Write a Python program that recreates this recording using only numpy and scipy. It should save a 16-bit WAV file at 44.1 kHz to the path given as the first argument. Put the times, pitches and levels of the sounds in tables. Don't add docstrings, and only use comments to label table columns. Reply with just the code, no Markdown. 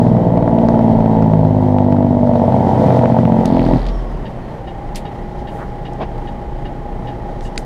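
import sys
import numpy as np
from scipy.fft import rfft, irfft, next_fast_len
from scipy.io import wavfile
from scipy.ndimage import uniform_filter1d, minimum_filter1d, map_coordinates

SR = 44100
rng = np.random.default_rng(int(sys.argv[2]) if len(sys.argv) > 2 else 0)


def generate_wav(signal):
    frames = np.transpose(np.atleast_2d(signal))
    scaled = np.clip(frames, -1, 1) * 32767
    pcm = np.round(scaled).astype(np.int16)
    wavfile.write(sys.argv[1], SR, pcm)


N = 337365
PRE_ROLL = SR // 4
RELEASE_S, FUEL_ON_S, FUEL_RISE_S = 3.775, 4.58, .33

# t/s, f/Hz
FIRING_RATE = [(0, 61.25), (.2, 58.7), (.33, 57.64), (.5, 57.4), (.75, 57.02), (.95, 55.78), (1.2, 54.55),
               (1.4, 52.4), (1.55, 51.22), (1.75, 50.14), (1.9, 49.5), (2.1, 48.98), (2.4, 48.01),
               (2.7, 47.1), (2.95, 46.31), (3.2, 45.3), (3.45, 44.01), (3.75, 41.96), (3.95, 41.46),
               (4.25, 37.54), (4.63, 28.6), (4.9, 29.9), (7.65, 29.99)]
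# t/s, bark level/dB, stack modes/dB, uneven cylinders/dB, stack's high ring/dB
BARK_LEVELS = [(0, -16, -1, -2, -1.5), (.3, -14, -5, -5, -5), (.6, -14, -2, -3.5, -3),
               (.9, -13.5, -6, -2.5, 0.8), (1.2, -13.5, -6, -16.5, 1.7), (1.5, -14, -5.5, -9, -2),
               (1.8, -13.5, -3, -13.5, -0.5), (2.1, -13.5, -10, -8, 0.5), (2.35, -15.5, 0.5, -2.5, -4.5),
               (2.6, -13, -1, -6.5, 3), (2.85, -14, 2.5, -8, -5.5), (3.1, -15.5, 1, -4.5, 2),
               (3.3, -14.5, -4, -6, -0.5), (3.55, -13, -6, -14.5, .1), (3.76, -12.5, -9.5, -2.5, -2)]
# level/dB, extra run through the manifold/s
MANIFOLD_PATHS = [(0, .00057), (0, .0002), (0, -.00028), (0, .00073), (0, .00023), (0, -.0001)]
# t/s, then level/dB for each of the six
CYLINDER_LEVELS = [(0.13, -1.5, -5, -1.5, -8, 1, -2.5), (0.33, -0.5, 0.5, -0.5, 2, 2.5, 4.5),
                   (0.539, -9, -2, 2.5, -2.5, 0.5, 2), (0.749, -2.5, -3.0, 5, -2, 0, 3.5),
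                   (0.96, 1, -4, 1.0, -2, 3, 0.5), (1.18, 0, 1.5, 0, 1, 0, 0.5),
                   (1.4, -5, -0.5, 0.5, -1.5, 4, 1.5), (1.641, -0.5, -7, 1.0, -2, -1.5, -1.0),
                   (1.881, 1, -4, 0.5, 4.5, -2.5, 1), (2.12, 3, -3.5, 2.5, 3.5, 1.5, 2.5),
                   (2.37, 0.5, -3, 6.5, -6.5, 3, 5.5), (2.62, 0, -5, -2.5, -2.5, -6.5, -2.5),
                   (2.88, 0.5, 2.5, -5, 0, 1.5, -6.5), (3.14, -10.5, -3, -8, -0.5, 4.5, -4),
                   (3.4, 2, 2, 0.5, 2.5, 1, -0.5), (3.68, 0.5, 1.5, -1.5, 4.5, 7.5, -0.5)]
# f/Hz, width/Hz, level/dB
CAB_MODES = [(103.4, 11.2, -3.5), (123.1, 4.3, -2), (160, 5.3, 1), (178.6, 12, -7), (227.7, 9.8, 2),
             (249.4, 25.5, -2.5), (292.3, 8.9, -8.5), (348.7, 15, -11), (388, 31, -13.5)]
# f/Hz, width/Hz, level/dB
STACK_MODES = [(412, 8.6, -7.5), (460, 8.5, -3), (509.3, 15, -3), (568, 3.2, -20.5), (598.7, 13, -2),
               (656.6, 17.3, -1.5), (736, 27, -8), (772.5, 5.1, -1.5), (864, 26.6, -6.5), (955, 21, -7.5),
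               (1125, 42, -7.5)]
# f/Hz, width/Hz, level/dB
NEAR_PAIR_MODES = [(82, 14, -21), (104, 3, -6), (122.8, 4.2, 0), (164.7, 7.7, -5), (221, 3.3, -1.5),
                   (252.4, 9, -1.5), (297, 5.1, -10), (361.5, 8.2, -10)]
# f/Hz, half-width/Hz
CAB_DIPS = [(318, 22.4), (400, 16)]
# f/Hz, width/Hz
MID_BANDS = [(235, 22), (295, 22)]
# t/s, lower band/dB, upper band/dB, cylinders uneven the other way round/dB
MID_LEVELS = [(0, 0, 7, -23), (.15, -1, -4, -16), (.3, -7, -3.5, -12), (.42, -12, 0.5, -12),
              (.5, -7, 2, -11), (.56, 0, 1.5, -14), (.8, -2.5, 1, -12.5), (1.1, 0, -0.5, -11.5),
              (1.4, 0.5, -2.5, -20), (1.7, 2, 0, -22), (2, 0.5, 5.5, -12), (2.4, 6, -8, -8.5),
              (2.5, 0, -4, -9), (2.75, -3, 1, -14), (3, 1.5, 2, -7), (3.25, -2.5, -2, -20),
              (3.4, 0, -6.5, -24), (3.55, -2, 11.5, -20), (3.76, -2, 6.5, -16)]
# f/Hz, width/Hz
FLANK_BANDS = [(165, 25), (355, 22)]
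# t/s, deep band/dB, boxy band/dB
FLANK_LEVELS = [(0, -0.5, 1), (.25, 1, -1), (.5, 0.5, 2.5), (.8, -1.5, 3), (1.1, -1, 0.5), (1.35, 0, 2),
                (1.6, 0, 2.5), (1.9, 2.5, 0.5), (2.2, -1, -2), (2.5, 1, -2), (2.8, -2.5, -1),
                (3.1, 1, -0.5), (3.3, 2, 2), (3.55, -1.5, 2.5), (3.76, -0.5, 2)]
# f/Hz, level/dB
BOOM_RESPONSE = [(31, -42), (36.8, -32), (38.7, -19.5), (41.7, -14), (42.8, -17), (43.8, -33), (47, -50.5),
                 (57, -26)]
# f/Hz, level/dB, phase unrest/rad
LOAD_TONES = [(3830, -66, 1), (4300, -68, 2.4)]
# f/Hz, level/dB
FLOOR_SPECTRUM = [(35, -37), (60, -4.5), (85, -14.5), (102, -6), (123, -1), (327, -10.5), (351, -8.5),
                  (385, -11), (688, -13), (829, -17.5), (1100, -25), (1670, -36), (2530, -42),
                  (3190, -44.5), (15500, -64.5)]
# f/Hz, width/Hz, level/dB
DASH_MODES = [(894, 53, 2), (1930, 264, 9), (3124, 170, 5.5)]
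# t/s, thrum/dB, clatter/dB
FLOOR_LEVELS = [(0, -19.5, -27), (.75, -20.5, -24.5), (1.5, -22.5, -27.5), (2.2, -27, -28),
                (2.9, -14.5, -19), (3.25, -22, -24.5), (3.7, -20.5, -20), (4, -26.5, -28), (4.5, -28, -28),
                (7.65, -28.5, -29)]
# t/s, level/dB
RUMBLE_LEVELS = [(0, -33), (1.7, -28.5), (2.6, -37), (3.6, -31), (4.6, -30.5), (7.65, -30)]
# f/Hz, level/dB
HISS_SPECTRUM = [(1410, -19.5), (2400, -23), (3550, -2), (3830, -2), (4050, -3.5), (5530, -7.5),
                 (8240, -19.5), (9550, -15.5), (15500, -54)]
# t/s, level/dB
HISS_SWELLS = [(0.03, -53.5), (0.3, -67), (0.77, -57.5), (1.21, -57.5), (1.38, -60), (2.23, -58.5),
               (2.86, -51), (3.26, -57), (3.43, -53), (3.62, -52), (3.73, -54.5), (3.92, -57.5),
               (4.4, -67.5), (5.9, -61), (6.6, -67), (7.62, -61)]
# t/s, peak/dB, relative treble/dB
BARK_CRACKS = [(0.0677, -21, -14), (0.0992, -30, -14), (0.1685, -24, -15), (0.375, -21, -12),
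               (0.426, -23, -11.5), (0.4768, -17, -13), (0.5862, -19.5, -19), (0.6862, -14, -10.5),
               (0.7434, -17.5, -19), (0.7913, -15.5, -16), (1.0056, -23, -13.5), (1.0595, -22.5, -18),
               (1.1139, -29, -12), (1.168, -28, -14), (1.2242, -18.5, -14), (1.3354, -19.5, -11),
               (1.4511, -22, -18), (1.785, -18.5, -17), (1.844, -27, -14), (1.9242, -19, -14),
               (1.9666, -23.5, -16), (2.027, -24.5, -18), (2.1495, -27, -16), (2.2727, -20.5, -20),
               (2.3354, -21, -18), (2.357, -21, -16), (2.3974, -21, -21), (2.523, -22.5, -16),
               (2.8394, -25, -17), (2.8637, -31, -13), (2.9053, -17, -13), (2.9257, -23, -16),
               (2.9684, -26, -9), (2.9918, -18, -13), (3.0237, -25, -14), (3.0387, -18, -15),
               (3.057, -11.5, -17.5), (3.122, -19, -12), (3.167, -18, -14), (3.1872, -14.5, -21),
               (3.2527, -17.5, -19), (3.321, -19.5, -16), (3.4535, -21, -12), (3.5423, -28, -13),
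               (3.5663, -20, -12), (3.5945, -16, -15), (3.617, -24, -12), (3.6653, -19.5, -16),
               (3.7357, -17, -17)]
# t/s, peak/dB, f/Hz, width/octaves,
# 60 dB decay/s
CAB_CLICKS = [(3.456, -19, 4120, 0.81, 0.018), (3.865, -25.5, 2920, 0.72, 0.036),
              (3.885, -28.5, 3020, 0.57, 0.086), (4.948, -31, 4340, 0.45, .06),
              (4.9563, -22.5, 5200, 0.27, 0.015), (4.957, -22.5, 2950, 0.6, 0.12),
              (4.9566, -26.5, 8530, 0.55, 0.11), (5.933, -41, 5600, 0.65, 0.024),
              (6.179, -41, 2950, 0.89, .03), (7.408, -29, 2950, 0.74, 0.01), (7.559, -35, 2600, 1, 0.011),
              (7.5765, -13.5, 2100, 0.38, 0.01), (7.5763, -12.5, 4380, 0.26, 0.011),
              (7.5777, -17, 7600, 0.26, 0.011), (7.58, -33, 6540, 0.78, 0.14),
              (7.585, -33, 3000, 0.86, .012)]
# t/s, f/Hz, level/dB
TURBO_GLIDE = [(3.85, 5650, -78), (3.95, 5480, -61), (4.12, 5030, -62), (4.2, 4800, -66), (4.45, 4250, -63),
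               (4.55, 4130, -63), (4.65, 4050, -80)]
# peak/dB, chatter/s
RELAY_STROKES = [(-31.5, 0.03), (-32, 0.035)]
# f/Hz, width/Hz, level/dB
RELAY_MODES = [(1798, 85, 3), (2877, 106, 1), (3260, 60, -3.5), (3745, 56, -2), (4660, 200, -13.5)]
# multiple of the firing rate, level/dB
IDLE_ORDERS = [(1.5, -49.5), (2, -38.5), (4, -34), (5, -50), (6, -63), (7, -45.5), (12, -37.5)]
# centre t/s, top rms level/dB, f/Hz, width/octaves, spread/s
CAB_RUSTLES = [(5.565, -60, 8060, 0.7, 0.057), (5.618, -32, 890, 0.67, 0.024),
               (6.017, -26.5, 247, 0.57, 0.018), (6.02, -21, 665, 0.42, 0.016),
               (6.024, -34, 1700, 0.73, 0.014), (7.452, -50, 5840, 0.55, 0.024)]


def amp(db):
    return 10 ** (np.asarray(db) / 20)


def unit_rms(x):
    return x / np.sqrt(np.mean(x ** 2) + 1e-20)


def curves(rows):
    times, *columns = np.transpose(rows)
    return [np.interp(np.arange(N) / SR, times, column) for column in columns]


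def ramp(start_s, length_s):
    return np.clip((np.arange(N) / SR - start_s) / length_s, 0, 1)


def wobble(rate):
    return map_coordinates(rng.standard_normal(int(N * rate / SR) + 4), [np.arange(N) * rate / SR])


def filtered(x, gain):
    size = 2 * next_fast_len(len(x) // 2 + SR // 4)
    cepstrum = irfft(np.log(gain(np.fft.rfftfreq(size, 1 / SR)) + 1e-7), size)
    cepstrum[1:size // 2] *= 2
    cepstrum[size // 2 + 1:] = 0
    return irfft(rfft(x, size) * np.exp(rfft(cepstrum)), size)[:len(x)]


def modes(rows):
    return lambda f: np.sqrt(sum(amp(2 * db) / (1 + ((f - hz * hz / (f + 1)) / width) ** 2)
                                 for hz, width, db in rows))


def spectrum(points):
    hz, db = np.transpose(points)
    return lambda f: amp(np.interp(np.log(f + 1), np.log(hz + 1), db))


def hump(hz, octaves):
    return lambda f: np.exp(-.5 * (np.log2((f + 1) / hz) / octaves) ** 2)


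def noise(gain, length=N):
    return unit_rms(filtered(rng.standard_normal(length), gain))


def swayed(x, hz, width, db):
    band = irfft(rfft(x) * np.exp(-.5 * ((np.fft.rfftfreq(N, 1 / SR) - hz) / width) ** 2), N)
    return x + (amp(db) - 1) * band


def place(track, start_s, sound, peak_db):
    span = track[round(start_s * SR):][:len(sound)]
    span += amp(peak_db) * sound[:len(span)] / np.abs(sound).max()


def firings():
    return np.cumsum(curves(FIRING_RATE)[0]) / SR + 1.048


def heard_in_cab(drive, resonances):
    def gain(f):
        walls = 1 / (1 + (f / 1010) ** 24) / (1 + (75 / (f + 1)) ** 6)
        notch = 1 - 1 / (1 + ((f - 234.3) / 3.25) ** 2)
        dips = np.prod([1 - .77 / (1 + ((f - hz) / width) ** 2) for hz, width in CAB_DIPS], axis=0)
        return modes(resonances)(f) * walls * notch * dips
    return unit_rms(filtered(drive, gain)[PRE_ROLL:PRE_ROLL + N])


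def frame_thumps(dumps, cylinder, sizes, puffs, uneven_db, lead_s=.0012, push_s=.00041):
    even, pair, skew = np.zeros((3, len(puffs) + SR))
    arrivals = dumps - round(lead_s * SR)
    even[arrivals] = sizes
    pair[arrivals] = sizes * np.array([-.5, -.5, 1])[cylinder % 3]
    skew[arrivals] = sizes * np.array([1, -1, 0])[cylinder % 3]
    skew = np.gradient(skew) * SR / (2 * np.pi * 227)
    push = np.exp(-.5 * (np.arange(-100, 101) / SR / push_s) ** 2)
    even, uneven, reverse = (np.convolve(x, push, 'same') for x in (even, pair - skew, pair + skew))
    thumps = heard_in_cab(even, CAB_MODES) + amp(uneven_db) * heard_in_cab(uneven, NEAR_PAIR_MODES)
    thumps += amp(-17) * heard_in_cab(puffs, NEAR_PAIR_MODES)
    *mid_db, reverse_db = curves(MID_LEVELS)
    for band, db in zip(MID_BANDS, mid_db):
        thumps = swayed(thumps, *band, db)
    thumps += amp(reverse_db) * heard_in_cab(reverse, NEAR_PAIR_MODES)
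    for band, db in zip(FLANK_BANDS, curves(FLANK_LEVELS)):
        thumps = swayed(thumps, *band, db)
    return thumps


def stack_barks(dumps, cylinder, sizes, puffs, scatter_s, echo_s=.0046):
    dump_s = (dumps - PRE_ROLL) / SR
    rate = np.interp(dump_s, *np.transpose(FIRING_RATE))
    path_db, path_s = np.transpose(MANIFOLD_PATHS)[:, cylinder]
    advance_s = .000055 * np.maximum(rate - 47, 0) * (cylinder % 3 != 1)
    delay_s = path_s + scatter_s - advance_s
    times, *levels = np.transpose(CYLINDER_LEVELS)
    wander_db = np.choose(cylinder, [np.interp(dump_s, times, db) for db in levels])
    heights = -sizes * amp(path_db + wander_db)
    echo_gain = amp(-4 - .53 * np.maximum(60 - rate, 0)) * (cylinder % 3 == 2)
    fronts = np.zeros(len(puffs) + SR)
    fronts[dumps + np.round(delay_s * SR).astype(int)] = heights
    fronts[dumps + np.round((delay_s + echo_s) * SR).astype(int)] = heights * echo_gain
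    return heard_in_cab(fronts, STACK_MODES) + amp(-14) * heard_in_cab(puffs, STACK_MODES)


def compression_brake(release_fade_s=.0048):
    bark_db, stack_db, uneven_db, ring_db = curves(BARK_LEVELS)
    run_up = firings()[0] - FIRING_RATE[0][1] * np.arange(PRE_ROLL, 0, -1) / SR
    count = np.r_[run_up, firings()]
    dumps = np.flatnonzero(np.diff(np.floor(count))) + 1
    cylinder = np.floor(count[dumps]).astype(int) % 6
    size_draw, valve_draw = rng.standard_normal((len(dumps), 2)).T
    sizes = amp(.6 * size_draw)
    puffs = np.exp(-3 * (count % 1)) * rng.standard_normal(len(count))
    thumps = frame_thumps(dumps, cylinder, sizes, puffs, uneven_db)
    barks = stack_barks(dumps, cylinder, sizes, puffs, scatter_s=.00008 * np.abs(valve_draw))
    barks = swayed(barks, hz=870, width=110, db=ring_db)
    release = np.exp(-np.maximum(np.arange(N) / SR - RELEASE_S, 0) / release_fade_s)
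    return amp(bark_db) * release * (thumps + amp(stack_db) * barks)


def cab_boom():
    response_db = np.interp(curves(FIRING_RATE)[0], *np.transpose(BOOM_RESPONSE))
    resonance = amp(response_db + .8 * wobble(3.5))
    idle = ramp(FUEL_ON_S, FUEL_RISE_S) * amp(-31.5 + 2.9 * wobble(3))
    return (resonance + idle) * np.sin(2 * np.pi * firings())


def load_whistles():
    t = np.arange(N) / SR
    tones = sum(amp(db + 3 * wobble(12)) * np.sin(2 * np.pi * hz * t + unrest * wobble(90))
                for hz, db, unrest in LOAD_TONES)
    return tones * (1 - ramp(RELEASE_S, .1))


def floor_noise(split_hz=1050):
    throb = 1 + .098 * np.cos(2 * np.pi * firings())
    drive = throb * rng.standard_normal(N)
    body = filtered(drive, lambda f: spectrum(FLOOR_SPECTRUM)(f) * (1 + modes(DASH_MODES)(f)))
    body = unit_rms(body) * amp(.68 * wobble(9.7))
    thrum = irfft(rfft(body) / (1 + (np.fft.rfftfreq(N, 1 / SR) / split_hz) ** 8), N)
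    thrum_db, clatter_db = curves(FLOOR_LEVELS)
    return amp(thrum_db) * thrum + amp(clatter_db) * (body - thrum)


def road_rumble():
    return noise(hump(hz=33, octaves=.73)) * amp(curves(RUMBLE_LEVELS)[0] + 1.1 * wobble(3.9))


def air_hiss():
    return noise(spectrum(HISS_SPECTRUM)) * amp(curves(HISS_SWELLS)[0] + 2.5 * wobble(25))


def bark_cracks(width_s=.00023):
    track, t = np.zeros(N), np.arange(600) / SR
    body, treble = hump(hz=1850, octaves=.6), hump(hz=3800, octaves=.5)
    for s, db, treble_db in BARK_CRACKS:
        pulse = (1 + .2 * rng.standard_normal(len(t))) * np.exp(-.5 * ((t - .001) / width_s) ** 2)
        snap = filtered(pulse, lambda f: body(f) + amp(treble_db) * treble(f))
        place(track, s - 20 / SR, snap, db)
    return track


def cab_clicks(attack_s=.00045):
    track, t = np.zeros(N), np.arange(SR // 4) / SR
    for s, db, hz, octaves, t60 in CAB_CLICKS:
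        burst = rng.standard_normal(len(t)) * amp(-60 * t / t60) * np.minimum(t / attack_s, 1)
        click = filtered(burst, lambda f: hump(hz, octaves)(f) / (1 + (f / 14000) ** 8))
        place(track, s, click, db)
    return track


def trim_buzz():
    taps = np.exp(-4.5 * (2 * firings() % 1)) * amp(1.5 * wobble(110)) * rng.standard_normal(N)
    buzz = filtered(taps, lambda f: hump(hz=4300, octaves=.5)(f) / (1 + (f / 5050) ** 16))
    return amp(-46.5) * unit_rms(buzz) * ramp(3.458, .005) * (1 - ramp(3.86, .04))


def pump_whine(order=27.35):
    phase = 2 * np.pi * firings()
    coasting = amp(-43.5) * ramp(RELEASE_S, .16) * (1 - ramp(4.1, .12))
    idling = amp(-32.5) * ramp(4.45, .25)
    throb = amp(2.3 * wobble(16)) * (1 + .6 * np.cos(phase))
    return (coasting + idling) * throb * np.sin(order * phase + .9 * wobble(30))


def turbo_whistle():
    hz, db = curves(TURBO_GLIDE)
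    phase = 2 * np.pi * np.cumsum(hz) / SR
    return sum(amp(db + row_db + 4 * wobble(30)) * np.sin(ratio * phase + 1.8 * wobble(200))
               for ratio, row_db in ((1, 0), (.58, 3)))


def engine_idle():
    phase = 2 * np.pi * firings()
    hum = sum(amp(db + 1.4 * wobble(6.4)) * np.sin(order * phase + 1.08 * wobble(5.3))
              for order, db in IDLE_ORDERS)
    return ramp(FUEL_ON_S, FUEL_RISE_S) * hum


def indicator_relay(start_s=4.2556, period_s=.7998, on_s=.4195):
    track, t = np.zeros(N), np.arange(SR // 4) / SR
    bounce = amp(.85 * np.cos(2 * np.pi * t / .016))
    for stroke in range(9):
        blink, opening = divmod(stroke, 2)
        db, chatter_s = RELAY_STROKES[opening]
        envelope = np.exp(-(t / chatter_s) ** 3) * np.minimum(t / .0023, 1)
        chatter = rng.standard_normal(len(t)) * envelope * bounce
        tick = filtered(chatter, lambda f: modes(RELAY_MODES)(f) / (1 + (f / 5500) ** 4))
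        place(track, start_s + blink * period_s + opening * on_s - 200 / SR, tick, db)
    return track


def cab_rustles():
    track, t = np.zeros(N + SR), np.arange(SR // 4) / SR
    for s, db, hz, octaves, spread_s in CAB_RUSTLES:
        swell = np.exp(-.5 * ((t - t[-1] / 2) / spread_s) ** 2)
        track[round(s * SR) - len(t) // 2:][:len(t)] += amp(db) * swell * noise(hump(hz, octaves), len(t))
    return track[:N]


def scene():
    braking = compression_brake() + cab_boom() + load_whistles() + bark_cracks()
    bed = floor_noise() + road_rumble() + air_hiss()
    settling = pump_whine() + turbo_whistle() + engine_idle()
    close_by = cab_clicks() + trim_buzz() + indicator_relay() + cab_rustles()
    return (braking + bed + settling + close_by)[None]


def record(dry):
    ceiling, reaction_s, top_hz = .995, .0015, 15800
    span = round(reaction_s * SR)
    gain = minimum_filter1d(ceiling / np.maximum(np.abs(dry), ceiling), size=2 * span + 1)
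    limited = dry * uniform_filter1d(uniform_filter1d(gain, size=span), size=span)
    size = next_fast_len(N + SR // 4)
    return irfft(rfft(limited, size) * (np.fft.rfftfreq(size, 1 / SR) < top_hz), size)[:, :N]


dry = scene()
out = record(dry)
generate_wav(out)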